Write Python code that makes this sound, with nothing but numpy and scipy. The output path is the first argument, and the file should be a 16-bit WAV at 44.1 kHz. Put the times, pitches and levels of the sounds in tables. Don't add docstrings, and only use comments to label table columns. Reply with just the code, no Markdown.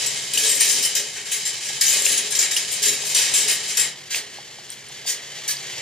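import sys
import numpy as np
from scipy import signal
from scipy.fft import rfft, irfft, next_fast_len
from scipy.io import wavfile
from scipy.ndimage import uniform_filter1d

SR = 44100
rng = np.random.default_rng(int(sys.argv[2]) if len(sys.argv) > 2 else 0)


def master_out(mix):
    frames = np.transpose(np.atleast_2d(mix))
    ceiling = np.clip(frames, -1, 1)
    pcm = np.round(ceiling * 32767).astype(np.int16)
    wavfile.write(sys.argv[1], SR, pcm)


N = 256220
TIME = np.arange(N) / SR

# start_s, level_db, chatter_s, tilt_db_per_octave
BALL_KNOCKS = [(0.059, -25, 0.021, 1), (0.334, -23.5, 0.052, 0.5), (0.374, -21.5, 0.13, 2),
               (0.6025, -18, 0.18, 1.5), (0.693, -22.5, 0.17, 3), (0.951, -18.5, 0.063, 1.5),
               (1.316, -23, 0.097, 1.5), (1.8097, -17, 0.15, 2.5), (1.892, -21, 0.33, 1),
               (2.176, -20.5, 0.017, 0), (2.35, -25, 0.035, 2), (2.3892, -18, 0.081, 0),
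               (2.511, -25.5, 0.095, 1), (2.564, -20, 0.035, 0), (3.1462, -18.5, 0.16, 0),
               (3.338, -18.5, 0.14, 1), (3.51, -24.5, 0.053, 5), (3.7703, -17, 0.091, 0)]
# start_s, level_db, chatter_s, tilt_db_per_octave
BALL_RATTLES = [(0.425, -20.5, 0.09, -1), (0.457, -24, 0.25, 2), (0.822, -19.5, 0.061, 3),
                (1.153, -31, 0.038, -5.5), (1.244, -34.5, 0.23, -3.5), (1.449, -20, 0.048, 0.5),
                (1.63, -32, 0.11, -1.5), (2.044, -20, 0.17, 0.5), (2.302, -26, 0.12, -1),
                (2.71, -24, 0.045, 3), (2.818, -19.5, 0.15, 1), (3.045, -32.5, 0.16, 5),
                (3.474, -17, 0.056, -1.5), (3.675, -30, 0.13, -1)]
# start_s, level_db, chatter_s, tilt_db_per_octave
CHAIN_JANGLES = [(4.102, -26.5, 0.11, -8), (4.145, -26.5, 0.048, -4), (4.714, -33, 0.021, -4),
                 (5.061, -27.5, 0.07, -6), (5.074, -26, 0.08, -2.5), (5.476, -19.5, 0.051, -2.5)]
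# start_s, level_db, pitch_hz, t60_s
CLICKS_AND_CLINKS = [(0.3369, -8.5, 9800, 0.0039), (0.375, -8.5, 2900, 0.019), (0.376, -26, 10760, 0.2),
                     (0.6005, -11, 6000, .006), (0.832, -26.5, 3056, 0.4), (1.46, -23, 4020, .08),
                     (1.8142, -9, 5100, 0.029), (1.898, -17, 7050, 0.19), (2.0226, -4, 7900, 0.007),
                     (2.056, -5, 7240, 0.023), (2.065, -6.5, 2640, 0.0082), (2.5651, -10.5, 2870, 0.037),
                     (3.507, -11, 3170, 0.0052), (3.772, -9, 5600, .006), (4.1465, -5, 2600, 0.0053),
                     (4.7027, -19.5, 8500, 0.017), (4.719, -26, 5600, 0.011), (4.8863, -31, 8800, 0.02),
                     (5.48, -22, 10200, .03), (5.492, -30.5, 1700, 0.26), (5.569, -17, 4730, 0.012)]
# start_s, level_db
SOFT_TAPS = [(1.7029, -33), (3.0359, -34), (4.3855, -31.5), (4.5863, -38), (4.903, -37.5), (5.0533, -36.5)]
# pitch_hz, t60_s
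TAPPED_PART_MODES = [(735, .022), (815, .036)]
# centre_s, level_db, half_length_s, strongest_mode_hz
BEND_PASSES = [(0.483, -40, 0.14, 444), (0.78, -43, 0.058, 420), (1.02, -42.5, 0.051, 567),
               (2.097, -40, 0.13, 411), (2.902, -36.5, 0.083, 424), (3.403, -42.5, 0.13, 420)]
# pitch_hz, level_db
CURVED_RAIL_MODES = [(273, -5), (368, -6), (418, -2), (555, -2)]
# time_s, level_db
NEAR_ROLL_LEVELS = [(0, -27.5), (.25, -33), (.8, -29.5), (1.1, -38), (1.55, -33.5), (2.1, -31.5), (3, -32),
                    (3.25, -27.5), (3.9, -35)]
# time_s, level_db
FAR_ROLL_LEVELS = [(3.9, -39.5), (4.65, -42.5), (5.4, -35), (5.81, -34)]
# pitch_hz, level_db
MOTOR_TONES = [(360.5, -62.5), (419.9, -62.5)]

# band_centre_hz, t60_s
FRAME_DECAY = [(400, 0.7), (2500, 0.34), (7000, 0.22), (13000, 0.16)]
# pitch_hz, gain_db
NEAR_FRAME_MODES = [(418, 6), (1665, 9), (1892, 9), (2121, 8), (2277, 7), (2400, -5), (2514, 7), (3015, 5),
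                    (3064, 8), (3115, 4), (3550, -5), (3765, 6), (3960, 5), (4260, -6), (4959, 5),
                    (5066, 5), (6476, 5), (7138, 7), (7289, 6), (7489, 7), (7652, 7), (8220, 6), (10309, 5)]
# pitch_hz, gain_db
FAR_FRAME_MODES = [(418, 5), (1660, 6), (1905, 7), (2055, 6), (2130, 7), (2320, 7), (2410, -7), (3050, 8),
                   (3305, 7), (4180, 4), (4400, -6), (4575, 7), (4680, 5), (4850, -5), (12850, 8)]
# frequency_hz, gain_db
KNOCK_SPECTRUM = [(100, -36), (290, -26.5), (420, -18.5), (750, -20.5), (1450, -16.5), (1750, -6),
                  (3000, -3), (7500, 0), (10500, -4.5), (12000, -13), (14800, -12.5)]
# frequency_hz, gain_db
NEAR_ROLL_SPECTRUM = [(50, -38), (100, -23), (140, -5), (280, -19), (420, -9), (700, -10), (1450, -13.5),
                      (1750, -5), (3100, 2), (7500, 4), (10500, -4.5), (12000, -11.5), (15000, -18)]
# frequency_hz, gain_db
JANGLE_SPECTRUM = [(100, -33), (650, -17.5), (1350, -23), (1700, -8), (5500, 9.5), (8500, 11.5), (12000, 3),
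                   (14500, 5)]
# frequency_hz, gain_db
FAR_ROLL_SPECTRUM = [(60, -31), (140, -2), (280, -23.5), (420, -8), (700, -7), (1400, -11.5), (1700, -2.5),
                     (3100, 1), (7500, 1), (10500, -12.5), (15000, -20)]
# frequency_hz, gain_db
ROOM_SPECTRUM = [(20, -55), (45, -11), (90, 6.5), (140, 8.5), (270, 3.5), (420, 5.5), (800, -1), (1400, -2),
                 (8000, -10.5), (15000, -34)]

# frequency_hz, correlation
CONTACT_COHERENCE = [(3000, 0.98), (4700, 0.8), (6500, 0.21), (12000, 0.052)]
# frequency_hz, correlation
NEAR_ROLL_COHERENCE = [(4000, 0.84), (6800, 0.048)]
# frequency_hz, correlation
FAR_COHERENCE = [(50, 0.99), (150, 0.67), (2400, 0.89), (4400, 1), (8000, 0.14)]
# frequency_hz, left_minus_right_db
MIC_BALANCE = [(2000, -0.3), (5800, -2), (7700, 9), (9500, 3.5), (14000, 3.5)]

NEAR_WIDTH_HZ, FAR_WIDTH_HZ, WIRE_WIDTH_HZ, GAP_WIDTH_HZ = 23, 32, 70, 130
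LIFT_S, HANDOVER_S = 3.91, 0.075


def knocks_and_rattles():
    knocks = clatter(BALL_KNOCKS, chatter_db=2.5, blow_db=28.0)
    rattles = clatter(BALL_RATTLES, chatter_db=4.5, rise_s=0.0034)
    return colour(knocks + rattles, KNOCK_SPECTRUM, NEAR_FRAME_MODES)


def clatter(events, chatter_db, blow_db=None, rise_s=None, clink_db=12.5, wire_count=3, size=32768):
    out, hz, t = np.zeros((2, N)), freqs(size), TIME[:size // 2]
    whole_frame, shared_power = evened(frame_ring(CONTACT_COHERENCE)), 0.26
    octaves = np.log2(np.clip(hz, 1500, 12000) / 5500)
    lag_s = .003 * (np.sqrt(9000 / np.clip(hz, 500, 9000)) - 1)
    dispersion = np.exp(-2j * np.pi * np.cumsum(lag_s) * SR / size)
    for start_s, level_db, chatter_s, tilt_db in events:
        rebound = np.maximum(1 - t / chatter_s, 0)
        landing, pressure = landings(t)
        force = undb(chatter_db) * impacts(len(t), per_s=900, spread_db=1.0) * rebound * pressure
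        if rise_s:
            force = force * (1 - np.exp(-t / rise_s))
        if blow_db:
            force[0] = undb(blow_db)
        this_spot = frame_ring(CONTACT_COHERENCE)
        ring = np.sqrt(shared_power) * whole_frame + np.sqrt(1 - shared_power) * this_spot
        # pitch_hz, gain_db
        wires = rng.uniform((5200, 2), (14000, clink_db), size=(wire_count, 14, 2))
        clinks = 0
        for k, modes in enumerate(wires):
            wire_force = force * (landing % wire_count == k)
            clinks = clinks + rfft(wire_force, size) * unit(resonances(hz, modes, WIRE_WIDTH_HZ))
        gain = undb(level_db + tilt_db * octaves)
        add(out, start_s, irfft(clinks * rfft(ring, size) * gain * dispersion))
    return out


def landings(t, bounce_s=.016, contact_s=.004):
    landing_s = np.r_[0, np.cumsum(rng.uniform(.5, 2, size=64)) * bounce_s]
    landing = np.searchsorted(landing_s, t, side="right") - 1
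    pressure = unit(.5 + np.exp(-(t - landing_s[landing]) / contact_s))
    return landing, pressure


def impacts(size, per_s, spread_db):
    strength = undb(spread_db * np.clip(rng.standard_normal(size), -2, 2))
    direction = rng.choice([-1, 1], size)
    touching = rng.random(size) < per_s / SR
    return unit(strength * direction * touching)


def frame_ring(coherence, strike_db=-5, spread_s=0.0094, size=16384):
    noise, t, ring = rfft(stereo_noise(size, coherence)), TIME[:size], 0
    centres_hz, t60s = np.transpose(FRAME_DECAY)
    for t60_s, weights in zip(t60s, np.eye(len(FRAME_DECAY))):
        band = irfft(noise * log_interp(np.c_[centres_hz, weights], freqs(size)))
        ring = ring + band * decay(t, t60_s)
    ring = ring * (1 + undb(strike_db) * np.exp(-t / spread_s))
    return ring / np.sqrt(np.sum(ring ** 2) / 2)


def evened(ring, width_hz=60):
    size = 2 * ring.shape[1]
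    spectrum = rfft(ring, size)
    power = uniform_filter1d(np.mean(np.abs(spectrum) ** 2, axis=0), int(width_hz * size / SR) + 1)
    slope = unit(np.sqrt(log_interp(FRAME_DECAY, freqs(size))))
    return irfft(spectrum / np.sqrt(power) * slope)[:, :size // 2]


def near_rolling(rock_db=-5, rock_peak_s=0.068):
    power = undb(np.interp(TIME, *np.transpose(NEAR_ROLL_LEVELS))) ** 2
    for start_s, level_db, chatter_s, _ in BALL_KNOCKS:
        age = np.maximum(TIME - start_s, 0) / rock_peak_s
        swell = age ** 2 * np.exp(1 - age ** 2)
        power = power + undb(level_db + rock_db) ** 2 * chatter_s * swell
    rustle = rolling(np.sqrt(power) * near_share(), NEAR_ROLL_COHERENCE)
    return undb(4.0) * colour(rustle, NEAR_ROLL_SPECTRUM, NEAR_FRAME_MODES)


def rolling(strength, coherence):
    ring = evened(frame_ring(coherence))
    strength = np.pad(strength, (ring.shape[1] - 1, 0), mode="edge")
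    force = impacts(len(strength), per_s=420, spread_db=3.5) * strength
    return signal.fftconvolve(force[None], ring, mode="valid", axes=1)


def near_share():
    return np.clip(.5 + (LIFT_S - TIME) / HANDOVER_S, 0, 1)


def bends(waver_hz=13):
    hum = unit(sum(undb(db) * noise_tone(hz, waver_hz) for hz, db in CURVED_RAIL_MODES))
    growl = undb(-11.5) * noise_tone(pitch_hz=420, width_hz=370)
    out = np.zeros(N)
    for centre_s, level_db, half_length_s, strongest_hz in BEND_PASSES:
        swell = np.exp(-((TIME - centre_s) / half_length_s) ** 2)
        out += undb(level_db) * swell * unit(hum + growl + noise_tone(strongest_hz, waver_hz))
    return out


def clicks_and_taps(tap_cutoff_hz=1100):
    out = np.zeros((2, N))
    for start_s, level_db, pitch_hz, t60_s in CLICKS_AND_CLINKS:
        add(out, start_s, undb(level_db) * ping(pitch_hz, t60_s, echo_db=-8, echo_t60_s=0.19))
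    soft_contact = signal.butter(2, tap_cutoff_hz, fs=SR)
    for start_s, level_db in SOFT_TAPS:
        tap = sum(ping(hz, t60_s, echo_db=-7, echo_t60_s=0.1) for hz, t60_s in TAPPED_PART_MODES)
        add(out, start_s, undb(level_db) * signal.lfilter(*soft_contact, tap))
    return out


def ping(pitch_hz, t60_s, echo_db, echo_t60_s, size=16384):
    t = TIME[:size]
    direct = np.sin(2 * np.pi * pitch_hz * t) * decay(t, t60_s)
    spray = stereo_noise(size, CONTACT_COHERENCE) * decay(t, echo_t60_s)
    echo = signal.lfilter(*signal.iirpeak(pitch_hz, Q=2, fs=SR), spray)
    low_cut = signal.butter(2, pitch_hz * 2 / 3, btype="high", fs=SR, output="sos")
    return signal.sosfilt(low_cut, direct + undb(echo_db) * unit(echo) * np.std(direct))


def chain_lift():
    jangles = clatter(CHAIN_JANGLES, chatter_db=6.5, rise_s=0.0013, clink_db=7)
    return colour(jangles, JANGLE_SPECTRUM, FAR_FRAME_MODES, FAR_WIDTH_HZ) * panned(-1.2)[:, None]


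def far_rolling():
    level_db = 0.5 + np.interp(TIME, *np.transpose(FAR_ROLL_LEVELS))
    rustle = rolling(undb(level_db) * (1 - near_share()), FAR_COHERENCE)
    return colour(rustle, FAR_ROLL_SPECTRUM, FAR_FRAME_MODES, FAR_WIDTH_HZ)


def motor_hum():
    return sum(undb(db) * noise_tone(hz, width_hz=3) for hz, db in MOTOR_TONES)


def room_tone():
    return undb(-52.0) * colour(stereo_noise(N, FAR_COHERENCE), ROOM_SPECTRUM)


def noise_tone(pitch_hz, width_hz):
    band = 1 / (1 + ((freqs(N) - pitch_hz) / width_hz) ** 4)
    return unit(irfft(band * rfft(rng.standard_normal(N)), N))


def resonances(hz, modes, width_hz, q=500):
    response = 1
    for pitch_hz, gain_db in modes:
        bandwidth_hz = width_hz + pitch_hz / q if gain_db > 0 else GAP_WIDTH_HZ
        response = response + (undb(gain_db) - 1) / (1 + 2j * (hz - pitch_hz) / bandwidth_hz)
    return response


def colour(x, spectrum, modes=(), width_hz=NEAR_WIDTH_HZ):
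    size = 2 * next_fast_len(N // 2 + SR // 4)
    cepstrum = irfft(np.log(undb(log_interp(spectrum, freqs(size)))))
    cepstrum[1:size // 2] *= 2
    cepstrum[size // 2 + 1:] = 0
    response = np.exp(rfft(cepstrum)) * resonances(freqs(size), modes, width_hz)
    return irfft(rfft(x, size) * unit(response))[..., :N]


def stereo_noise(size, coherence):
    alike = log_interp(coherence, freqs(size))
    mid, side = rfft(rng.standard_normal((2, size))) * np.sqrt([(1 + alike) / 2, (1 - alike) / 2])
    return irfft(np.array([mid + side, mid - side]), size)


def left_first(x, lead_s):
    half_phase = np.pi * freqs(N) * lead_s
    return irfft(rfft(x) * np.exp(1j * np.array([half_phase, -half_phase])), N)


def panned(db):
    return undb(np.array([db, -db]) / 2)


def add(out, start_s, x):
    start = int(start_s * SR)
    out[:, start:start + x.shape[-1]] += x[..., :N - start]


def decay(t, t60_s):
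    return np.exp(-np.log(1000) * t / t60_s)


def log_interp(points, hz):
    points_hz, values = np.transpose(points)
    return np.interp(np.log(hz + 1e-9), np.log(points_hz), values)


def freqs(size):
    return np.arange(size // 2 + 1) * SR / size


def undb(db):
    return 10 ** (np.asarray(db) / 20)


def unit(x):
    return x / np.sqrt(np.mean(np.abs(x) ** 2))


def scene():
    near = knocks_and_rattles() + near_rolling()
    far = left_first(chain_lift() + far_rolling(), lead_s=.00004)
    return near + far + bends() + clicks_and_taps() + motor_hum() + room_tone()


def record(dry):
    dip_hz, dip_width_hz, top_hz = 7900, 320, 15200
    at_mics = irfft(rfft(dry) * panned(log_interp(MIC_BALANCE, freqs(N))), N)
    dipped = signal.lfilter(*signal.iirnotch(dip_hz, dip_hz / dip_width_hz, fs=SR), at_mics)
    return signal.sosfilt(signal.ellip(8, .2, 70, top_hz, fs=SR, output="sos"), dipped)


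dry = scene()
out = record(dry)
master_out(out)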